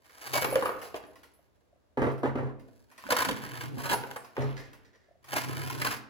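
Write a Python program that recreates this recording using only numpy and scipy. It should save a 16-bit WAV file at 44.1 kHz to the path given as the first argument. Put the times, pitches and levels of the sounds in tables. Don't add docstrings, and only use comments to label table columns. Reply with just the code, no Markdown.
import sys
import numpy as np
from scipy import signal
from scipy.fft import rfft, irfft
from scipy.io import wavfile

SR = 44100
rng = np.random.default_rng(int(sys.argv[2]) if len(sys.argv) > 2 else 0)


def dump(signal):
    limited = np.clip(np.atleast_2d(signal).T, -1, 1)
    pcm = np.round(limited * 32767).astype(np.int16)
    wavfile.write(sys.argv[1], SR, pcm)


N = 268569
TIME = np.arange(N) / SR

# t/s, drive level/dB, length/s, bite f/Hz, bite offset/dB
SLIPS = [(0.331, -24, 0.015, 1000, -10), (0.35, -24, 0.016, 640, -5), (0.371, -25.5, 0.013, 950, -2),
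         (0.414, -25.5, 0.014, 520, -6), (0.442, -27, 0.009, 1000, 2), (0.556, -28, .003, 2900, -1),
         (0.592, -40, .005, 1900, -2), (0.65, -41, 0.0087, 560, 7), (0.813, -47.5, 0.064, 760, -4),
         (0.95, -42, .022, 1000, -1), (1.24, -63, 0.0031, 1900, -3), (3.103, -22.5, 0.012, 1520, -3),
         (3.118, -22, .012, 1050, -4), (3.166, -21.5, 0.007, 1450, -4), (3.185, -23.5, 0.009, 1520, -2),
         (3.203, -25, 0.008, 1550, 0), (3.219, -24.5, 0.009, 1040, 1), (3.244, -27, 0.013, 1500, -3),
         (3.286, -26.5, 0.0073, 3250, -5), (3.31, -32, .007, 3200, -3), (3.364, -41, 0.005, 1050, -3),
         (3.437, -39, .005, 1030, 1), (3.636, -39, .004, 1030, 2), (3.78, -44, 0.031, 1080, 0),
         (3.84, -35, 0.035, 1150, -5), (3.888, -29, 0.025, 3250, -8), (3.911, -27, 0.016, 1020, -2),
         (3.926, -25.5, .018, 860, -1), (4.112, -39, 0.0025, 3300, -3), (4.16, -37.5, 0.0076, 1300, -4),
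         (5.328, -30, 0.014, 750, -2), (5.355, -25.5, 0.028, 640, -9), (5.699, -32.5, 0.005, 950, -5),
         (5.814, -27.5, 0.01, 2090, -1), (5.844, -26.5, 0.014, 1080, -4), (5.862, -26.5, .016, 1500, -2),
         (5.902, -32, 0.036, 1700, -7)]
# f/Hz, level/dB, t60/s
GRANITE = [(503, -5, 0.11), (1030, 5, 0.04), (1495, 5, 0.07), (1560, -2, .06), (1940, -6, 0.05),
           (2810, -7, 0.12), (3170, 2, 0.035), (4240, -5, .025)]
# f/Hz, level/dB, t60/s
OTHER_HALF = [(500, -10.5, .16), (731, -2.5, 0.12), (845, 5, 0.12), (980, 4.5, 0.051), (1086, 5, 0.072),
              (1400, 1, .06), (1680, 3, 0.09), (2134, 2, 0.07), (2980, -5, 0.05), (4100, -4, 0.032)]
# f/Hz, level/dB, t60/s
BENCH = [(48.5, -16.5, 0.71), (91, -5, 0.25), (134.2, 9, 0.48), (253, 9, 0.27), (280, 2, 0.2),
         (318, 2, 0.16), (392, 5, .13), (418, 5, 0.22), (450, 0, .14), (488, 3, 0.16), (530, 4, 0.16),
         (590, 2, .13), (683, -6, .2), (775, -1, 0.2), (880, -2, .18), (962, 2, .16), (1135, 0, .14),
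         (1250, -3, .14)]
SIDEWAYS_HZ = 160
# f/Hz, level/dB
GRIND = [(25, -54), (70, -27), (150, -37.5), (250, -0.5), (400, -11.5), (560, -8.5), (760, -9), (1050, -2),
         (1550, -2), (2400, -4.5), (3200, -5), (5000, -12.5), (8000, -22.5), (16000, -48)]
# f/Hz, level/dB
GRIT = [(60, -29.5), (800, 2), (2500, 2.5), (4500, 9), (7000, 3.5), (10500, 5.5), (15500, 3)]


def grating():
    # start t/s, rise/s, hold/s,
    # release/s, grind drive/dB, grit drive/dB, tipped half ring gain/dB, dragged half ring gain/dB
    pushes = [(0, 0.26, 0.11, 0.92, -45, -38, -24, 7.5), (2.537, 0.16, 0.15, 0.11, -78, -67, -21, -6),
              (2.88, 0.22, 0.55, 0.17, -45.5, -43, -7, -43), (3.731, 0.061, 0.042, 0.68, -45, -39, 5, 11),
              (4.338, 0.03, 0.15, 0.38, -52, -57, -10, 2),
              (5.222, 0.097, 0.62, 0.13, -42.5, -38.5, -33, -17)]
    grit_offset_db, pressed_ring_db = -4.5, -5
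    fractures = grains(N, per_s=1200, spread_db=6.5)
    fractures = fractures * undb(2.2 * wobble(110) - .4)
    fractures = fractures * undb(-0.1 * wobble(35))

    slide, jerk, crush, free = np.zeros(N), np.zeros(N), np.zeros(N), np.zeros((2, N))
    for start, rise, hold, release, db, grit_db, tipped_db, dragged_db in pushes:
        sliding = fractures * swell(start, rise, hold, release)
        slide += undb(db) * sliding
        crush += undb(grit_db - 7.5) * sliding
        free[:, TIME >= start] = undb([[tipped_db], [dragged_db]])
    for s, db, length_s, _, _ in SLIPS:
        burst = slip(length_s)
        burst[0] += 13 * np.exp(-length_s / .007)
        add(jerk, s, undb(db - 2.5) * burst)
        add(crush, s, undb(db + grit_offset_db) * burst)

    struck = (jerk + undb(pressed_ring_db) * slide) * free
    halves = granite(struck[0], GRANITE) + granite(struck[1], OTHER_HALF)
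    grind = through(slide + jerk, colour(GRIND))
    grit = through(crush, colour(GRIT))
    return undb(-2.0) * grind + undb(-16.0) * halves + undb(3.0) * grit


def slip(length_s):
    age = TIME[:SR // 6] / length_s
    speed = np.minimum(age * 3, 1) / (1 + age ** 4)
    burst = grains(len(age), per_s=2000, spread_db=5) * speed
    return unit(burst) * np.linalg.norm(speed)


def bites():
    out = np.zeros(N)
    for s, db, length_s, hz, bite_db in SLIPS:
        add(out, s, undb(db + bite_db) * resonate(slip(length_s), hz, q=13))
    return out


def snaps():
    # t/s, level/dB, favoured f/Hz
    breaks = [(0.352, -24, 700), (0.446, -22, 1050), (0.557, -18, 1400), (0.626, -27, 1100),
              (0.661, -27, 1300), (0.945, -29, 1000), (3.039, -32, 1030), (3.066, -35, 1500),
              (3.105, -22, 1550), (3.12, -24, 1100), (3.166, -21, 1100), (3.186, -23, 1100),
              (3.205, -23, 1400), (3.223, -21, 1400), (3.248, -28, 1550), (3.288, -25, 1100),
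              (3.31, -30, 1100), (3.439, -33, 1030), (3.637, -33, 1030), (3.844, -31, 1200),
              (3.927, -24, 1400), (3.941, -28, 1400), (4.037, -29, 1200), (4.113, -34, 1500),
              (4.367, -27, 1000), (5.283, -42, 840), (5.331, -25, 800), (5.36, -24, 840), (5.374, -25, 730),
              (5.701, -27, 1000), (5.819, -27, 2100), (5.847, -26, 1050), (5.868, -24, 950)]
    # from t/s, to t/s
    tipping_s = (2.8, 4.4)
    fall_db_per_octave = 20
    out, cracks = np.zeros(N), np.zeros(N)
    damping = np.exp(-TIME[:SR] / .04)
    for s, db, pitch_hz in breaks:
        modes = GRANITE if tipping_s[0] < s < tipping_s[1] else OTHER_HALF
        favoured = [(hz, mode_db - fall_db_per_octave * abs(np.log2(hz / pitch_hz)), t60)
                    for hz, mode_db, t60 in modes]
        tone = damping * ring(favoured)
        add(out, s, undb(db) * tone / np.max(np.abs(tone)))
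        add(cracks, s, undb(db) * impact(chatter=.4, fade_s=.004, contact_s=.001))
    grind = through(cracks, colour(GRIND))
    grit = through(cracks, colour(GRIT))
    return undb(-2.5) * out + undb(-18) * grind + undb(-25) * grit


def rocking(contact_t60=0.06):
    # t/s, knock drive/dB, bounce f/Hz, bounce offset/dB
    knocks = [(0.374, -40.5, 550, 6), (0.445, -25.5, 488, -6), (0.469, -40, 396, 9), (0.486, -32.5, 348, 2),
              (0.525, -34, 533, 7), (0.542, -37, 500, 4.5), (0.556, -24.5, 531, 8), (0.583, -35.5, 413, 6),
              (0.624, -28.5, 484, 1), (0.657, -27, 1235, 1.5), (0.668, -30.5, 450, -14),
              (0.692, -30, 475, -3), (0.943, -33.5, 611, 1.5), (1.037, -44.5, 284, -0.5),
              (2.684, -62.5, 640, 8), (3.089, -42.5, 586, 10.5), (3.121, -26, 496, 3),
              (3.141, -37.5, 494, 3.5), (3.288, -30.5, 225, -0.5), (3.297, -37.5, 480, 7.5),
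              (3.772, -44.5, 260, 7), (3.923, -32, 555, -9), (4.037, -38, 546, -1), (4.161, -38, 770, -20),
              (4.368, -37, 910, 1.5)]
    # f/Hz, level/dB
    knock_colour = [(30, -42), (100, -30), (190, -17), (300, -4), (480, 0), (700, -5), (1050, -2),
                    (1500, -5), (2100, -14), (2800, -15), (4500, -28), (9000, -40), (16000, -50)]
    force, bounce = np.zeros(N), np.zeros(N)
    for s, db, hz, bounce_db in knocks:
        add(force, s, undb(db) * impact(chatter=.55, fade_s=.012, contact_s=.0025))
        add(bounce, s, undb(db + bounce_db) * ring([(hz, 0, contact_t60)]))
    dull = through(force, colour(knock_colour))
    return undb(-3) * dull + undb(-22) * granite(force, OTHER_HALF) + bounce


def groans():
    # t/s, length/s, level/dB
    scrapes = [(3.044, 0.043, -46), (3.256, 0.041, -37), (3.286, 0.043, -34.5), (3.765, 0.026, -37),
               (3.894, 0.034, -34.5), (5.329, 0.029, -49), (5.815, 0.14, -44.5)]
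    out = np.zeros(N)
    for s, length_s, db in scrapes:
        add(out, s, undb(db) * resonate(slip(length_s), hz=258, q=7))
    return out


def judder(hz=131):
    # t/s, length/s, relative level/dB
    drags = [(0.33, 0.2, -56), (3.233, 0.68, -58), (3.648, 0.34, -58), (5.344, 0.16, -55.5),
             (5.497, 0.15, -51), (5.745, 0.07, -51.5)]
    rise_s, release_s = .12, .36
    phase = 2 * np.pi * np.cumsum(hz * (1 + .035 * wobble(45))) / SR
    hops = undb(1.2 * wobble(40)) * (np.sin(phase) + .18 * np.sin(2 * phase))
    rumble_colour = colour([(30, -34.5), (70, -19.5), (120, 2.0), (190, -5.0), (260, -4.5),
                            (600, -16.5), (3000, -76.5)])
    rumble = through(grains(N, per_s=900, spread_db=4.5), rumble_colour)
    drag = sum(undb(db) * swell(s - rise_s, rise_s, length_s, release_s) for s, length_s, db in drags)
    return undb(3.5) * drag * (hops + .5 * rumble)


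def bench(blows, rebound_s, loss_db, rattle):
    # f/Hz, level/dB
    thud = [(25, -46), (60, -37), (110, 2), (165, -25.5), (235, 2.5), (380, -4.5), (530, -2.5), (700, -6.5),
            (1100, -9.5), (1800, -14), (3000, -26.5), (5000, -40), (16000, -46.5)]
    force = np.zeros(N)
    for s, db, _, _ in blows:
        for delay_s, drop_db in bounces(rebound_s, loss_db, count=2):
            blow = impact(chatter=rattle, fade_s=.024, contact_s=.004)
            add(force, s + delay_s, undb(db + drop_db) * blow)
    return undb(-5) * through(force, colour(thud))


def panel(blows):
    fall_db_per_octave = 5
    out = np.zeros(N)
    modes = [mode for mode in BENCH if mode[0] > SIDEWAYS_HZ]
    hz = np.transpose(modes)[0]
    tones = np.array([ring([mode]) for mode in modes])
    for s, db, pitch_hz, _ in blows:
        signs = rng.choice([-1, 1], len(modes))
        weights = signs * undb(-fall_db_per_octave * np.abs(np.log2(hz / pitch_hz)))
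        add(out, s, undb(db - 6.5) * unit(weights @ tones) * np.sqrt(SR / 20))
    return out


def boom(blows, build_s=0.016):
    out = np.zeros(N)
    low_modes = [mode for mode in BENCH if mode[0] <= SIDEWAYS_HZ]
    tone = ring(low_modes) * (1 - np.exp(-TIME[:SR] / build_s))
    for s, _, _, boom_db in blows:
        add(out, s, undb(boom_db) * tone)
    return out


def wedges():
    # t/s, level/dB, favoured f/Hz
    clinks = [(0.338, -35.5, 2231), (0.411, -33.5, 13100), (0.445, -39.5, 11700), (0.5, -50, 11700),
              (0.505, -46.5, 10930), (0.528, -19.5, 15600), (0.533, -47, 8000), (0.624, -53, 10160),
              (0.654, -25, 15100), (0.815, -52.5, 11500), (1.066, -66, 11000), (1.337, -65, 11160),
              (3.94, -41, 10400), (3.943, -50, 12300), (3.945, -35, 15200), (4.17, -40, 7800)]
    # f/Hz, level/dB, t60/s
    wedge_modes = [(2246, 3, 0.71), (7290, -20.5, 0.35), (8700, 4, 0.19), (8480, 1.5, 0.27),
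                   (10100, 0, 0.46), (10230, 9.5, 0.27), (10830, 4, 0.19), (12200, 3, 0.31),
                   (11800, -9, .45), (12040, 1, 0.84), (12400, -5, .25), (15190, -14.5, .5)]
    out = np.zeros(N)
    damping = np.exp(-TIME[:SR] / .25)
    for s, db, pitch_hz in clinks:
        favoured = [(hz, mode_db - min(abs(hz - pitch_hz) / 110, 30), t60)
                    for hz, mode_db, t60 in wedge_modes]
        add(out, s, undb(db) * damping * ring(favoured))
    return out


def chips():
    # t/s, drive level/dB
    ticks = [(0.043, -56), (0.094, -52), (0.816, -39.5), (1.155, -50), (1.231, -47.5), (2.017, -55),
             (2.117, -51), (2.179, -52), (2.595, -55.5), (2.913, -50.5), (2.979, -43), (4.113, -57.5),
             (4.245, -46.5), (4.591, -49.5), (4.73, -48), (4.853, -67), (4.939, -72), (5.242, -48.5)]
    force = np.zeros(N)
    for s, db in ticks:
        add(force, s, undb(db) * impact(chatter=0.34, fade_s=0.014, contact_s=0.013))
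    return undb(-7.0) * through(force, colour(GRIT)) + undb(-8.5) * through(force, colour(GRIND))


def rustles():
    # t/s, length/s, level/dB
    patches = [(4.402, 0.029, -46), (4.554, 0.066, -50.5), (4.65, 0.025, -63), (4.846, 0.025, -59.5),
               (4.929, 0.029, -61.5), (4.986, .1, -73.5)]
    force = np.zeros(N)
    for s, length_s, db in patches:
        age = TIME[:SR // 3] / length_s
        envelope = np.minimum(age * 5, 1) / (1 + age ** 4)
        add(force, s, undb(db) * grains(len(age), per_s=700, spread_db=6) * envelope)
    crunch = colour([(300, 2), (1200, -5.5), (1850, 6.0), (2600, -7.5), (5500, -7.0), (8000, -17),
                     (16000, -24)])
    return through(force, crunch)


def blips(hz=610, length_s=0.011):
    taps = [(1.394, -56.5), (1.732, -57), (1.762, -62), (5.09, -57.5), (5.114, -52), (5.157, -56)]
    out, t = np.zeros(N), TIME[:int(length_s * SR)]
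    for s, db in taps:
        add(out, s - length_s / 2, undb(db) * np.hanning(len(t)) * np.sin(2 * np.pi * hz * t))
    return out


def air():
    # f/Hz, level/dB
    air_colour = [(18, -49.5), (30, -19.5), (70, -1), (174, -13), (600, -12.5), (844, -20), (3140, -33),
                  (3670, -32.5), (4780, -35.5), (16000, -42.5)]
    noise = np.array([through(rng.standard_normal(N), colour(air_colour)) for _ in range(2)])
    return undb(-68.5) * noise


def granite(force, modes):
    out = sum(through(force * undb(5 * np.tanh(wobble(14))), ring([mode])) for mode in modes)
    highpass = signal.butter(2, 350, "high", fs=SR, output="sos")
    return signal.sosfilt(highpass, out) / np.linalg.norm(ring(modes))


def resonate(force, hz, q):
    t60 = np.log(1000) * q / (np.pi * hz)
    response = ring([(hz, 0, t60)])[:SR // 8]
    return unit(signal.fftconvolve(force, response)) * np.linalg.norm(force)


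def impact(chatter, fade_s, contact_s):
    t = TIME[:SR // 4]
    contact, settling = (unit(grains(len(t), 5000, 4.8) * np.exp(-t / s)) for s in (contact_s, fade_s))
    return unit(contact + chatter * settling) * np.sqrt(SR / 100)


def bounces(gap_s, loss_db, count, shrink=0.64):
    gaps = gap_s * shrink ** np.arange(count) * np.exp(.1 * rng.standard_normal(count))
    return zip(np.append(0, np.cumsum(gaps)), -loss_db * np.arange(count + 1))


def grains(count, per_s, spread_db):
    when = rng.random(count)
    sign = rng.choice([-1, 1], count)
    strength = np.clip(rng.standard_normal(count), -2, 2)
    gate = np.maximum(when < per_s / SR, 1e-3)
    return unit(gate * sign * undb(spread_db * strength)) * np.sqrt(count)


def ring(modes):
    t = TIME[:SR]
    return sum(undb(db) * np.sin(2 * np.pi * hz * t) * np.exp(-np.log(1000) * t / t60)
               for hz, db, t60 in modes)


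def swell(start, rise, hold, release, swell_db=31.5):
    age = TIME - start
    below = np.maximum(1 - age / rise, 0) + np.maximum(age - rise - hold, 0) / release
    return (age >= 0) * undb(-swell_db * below)


def wobble(rate):
    window = np.hanning(int(2 * SR / rate))
    return signal.fftconvolve(rng.standard_normal(N), unit(window), "same")


def colour(points, size=4096):
    level_db = lookup(points, np.fft.rfftfreq(size, 1 / SR))
    cepstrum = irfft(np.log(undb(level_db)))
    cepstrum[1:size // 2] *= 2
    cepstrum[size // 2 + 1:] = 0
    return np.pad(unit(irfft(np.exp(rfft(cepstrum)))), (0, SR - size))


def lookup(points, hz):
    f, value = np.transpose(points)
    return np.interp(np.log(hz + 1), np.log(f), value)


def undb(db):
    return 10 ** (np.asarray(db) / 20)


def unit(x):
    return x / np.sqrt(np.sum(x ** 2))


def add(track, s, sound):
    start = max(int(s * SR), 0)
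    track[start:start + len(sound)] += sound[:N - start]


def through(x, response):
    return signal.fftconvolve(x, response)[:N]


def place(x, walls, lead_ms, near_db, room_db):
    direct = np.array([x, np.interp(TIME - lead_ms / 1000, TIME, x)])
    room = np.array([through(x, response) for response in walls])
    mix = direct + undb(near_db) * scattered(x) + undb(room_db) * room
    return mix / np.sqrt(1 + undb(2 * near_db))


def scattered(x, t60=0.08, shift_rate=7):
    # f/Hz, level/dB
    scatter = [(100, -21.5), (280, 6.5), (600, 6.5), (16000, -5)]
    turn, out = 1.145 * wobble(shift_rate), 0
    x = through(x, colour(scatter))
    for share in np.cos(turn), np.sin(turn):
        paths = reflections([(100, t60), (14000, 0.51 * t60)], delay_s=.001)
        out = out + np.array([through(share * x, path) for path in paths])
    return out


def reflections(t60_points, delay_s):
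    # f/Hz, side re mid/dB
    width = [(60, 0.5), (130, 17.5), (260, -2), (400, -7), (700, -5.5), (1400, -0.5), (15000, -6.5)]
    hz, t, bins = signal.stft(rng.standard_normal((2, SR)), SR, nperseg=512)
    t60 = lookup(t60_points, hz)[:, None]
    side_gain = undb(lookup(width, hz))[:, None]
    bins = bins * np.exp(-np.log(1000) * t / t60)
    bins = bins * np.array([side_gain ** 0, side_gain]) / np.sqrt(1 + side_gain ** 2)
    mid, side = signal.istft(bins, SR)[1][:, :SR]
    pair = np.pad([mid + side, mid - side], ((0, 0), (int(delay_s * SR), 0)))[:, :SR]
    return unit(pair) * np.sqrt(2)


def scene():
    # t/s, drive/dB, favoured f/Hz, boom level/dB
    hammer_blows = [(1.972, -23.5, 400, -33.5), (2.018, -19, 260, -38.5), (2.067, -24, 395, -31),
                    (2.232, -22, 390, -42), (2.256, -26, 524, -33.5), (2.355, -27.5, 280, -35),
                    (2.385, -32, 593, -45.5), (2.43, -35.5, 400, -35.5), (2.47, -39, 264, -40)]
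    # t/s, drive/dB, favoured f/Hz, boom level/dB
    stone_blows = [(4.379, -29.5, 370, -30.5), (4.396, -42, 280, -52), (4.418, -34.5, 670, -39),
                   (4.439, -34, 260, -38)]
    # f/Hz, t60/s
    room_t60 = [(100, 1.5), (400, 0.83), (1200, 0.6143), (4000, 0.44), (14000, 0.16)]
    walls = reflections(room_t60, delay_s=.009)
    out = place(grating(), walls, lead_ms=.28, near_db=-7, room_db=-10)
    out += place(snaps() + bites(), walls, lead_ms=.14, near_db=-16, room_db=-11)
    out += place(rocking(), walls, lead_ms=.2, near_db=-8, room_db=-5)
    out += place(groans(), walls, lead_ms=-1, near_db=-20, room_db=-12)
    hammer = bench(hammer_blows, rebound_s=0.021, loss_db=4.5, rattle=1.7)
    out += place(hammer, walls, lead_ms=-0.21, near_db=-5, room_db=-8.0)
    stone = bench(stone_blows, rebound_s=0.017, loss_db=8, rattle=0.96)
    out += place(stone, walls, lead_ms=0.29, near_db=-5, room_db=-3.0)
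    blows = hammer_blows + stone_blows
    out += place(panel(blows), walls, lead_ms=.06, near_db=-20, room_db=-14)
    hum = undb(11.0) * judder() + boom(blows)
    out += np.array([hum, np.roll(hum, int(0.0025 * SR))])
    out += place(wedges() + blips(), walls, lead_ms=0.024, near_db=-15.5, room_db=-12.0)
    out += place(chips() + rustles(), walls, lead_ms=0.363, near_db=-1.0, room_db=-0.5)
    return out + air()


def record(dry):
    ports = colour([(20, 0), (7700, 0), (8250, -3), (8650, -16), (9150, -1), (12600, 0), (13000, -4),
                    (13450, -17), (14100, -3), (15000, 0)])
    heard = np.array([through(x, ports) for x in dry]) * undb([[-1.3], [-.7]])
    rumble_cut = signal.butter(3, 42, "high", fs=SR, output="sos")
    top_cut = signal.ellip(8, .2, 70, 16200, fs=SR, output="sos")
    return signal.sosfilt(top_cut, signal.sosfilt(rumble_cut, heard))


dry = scene()
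out = record(dry)
dump(out)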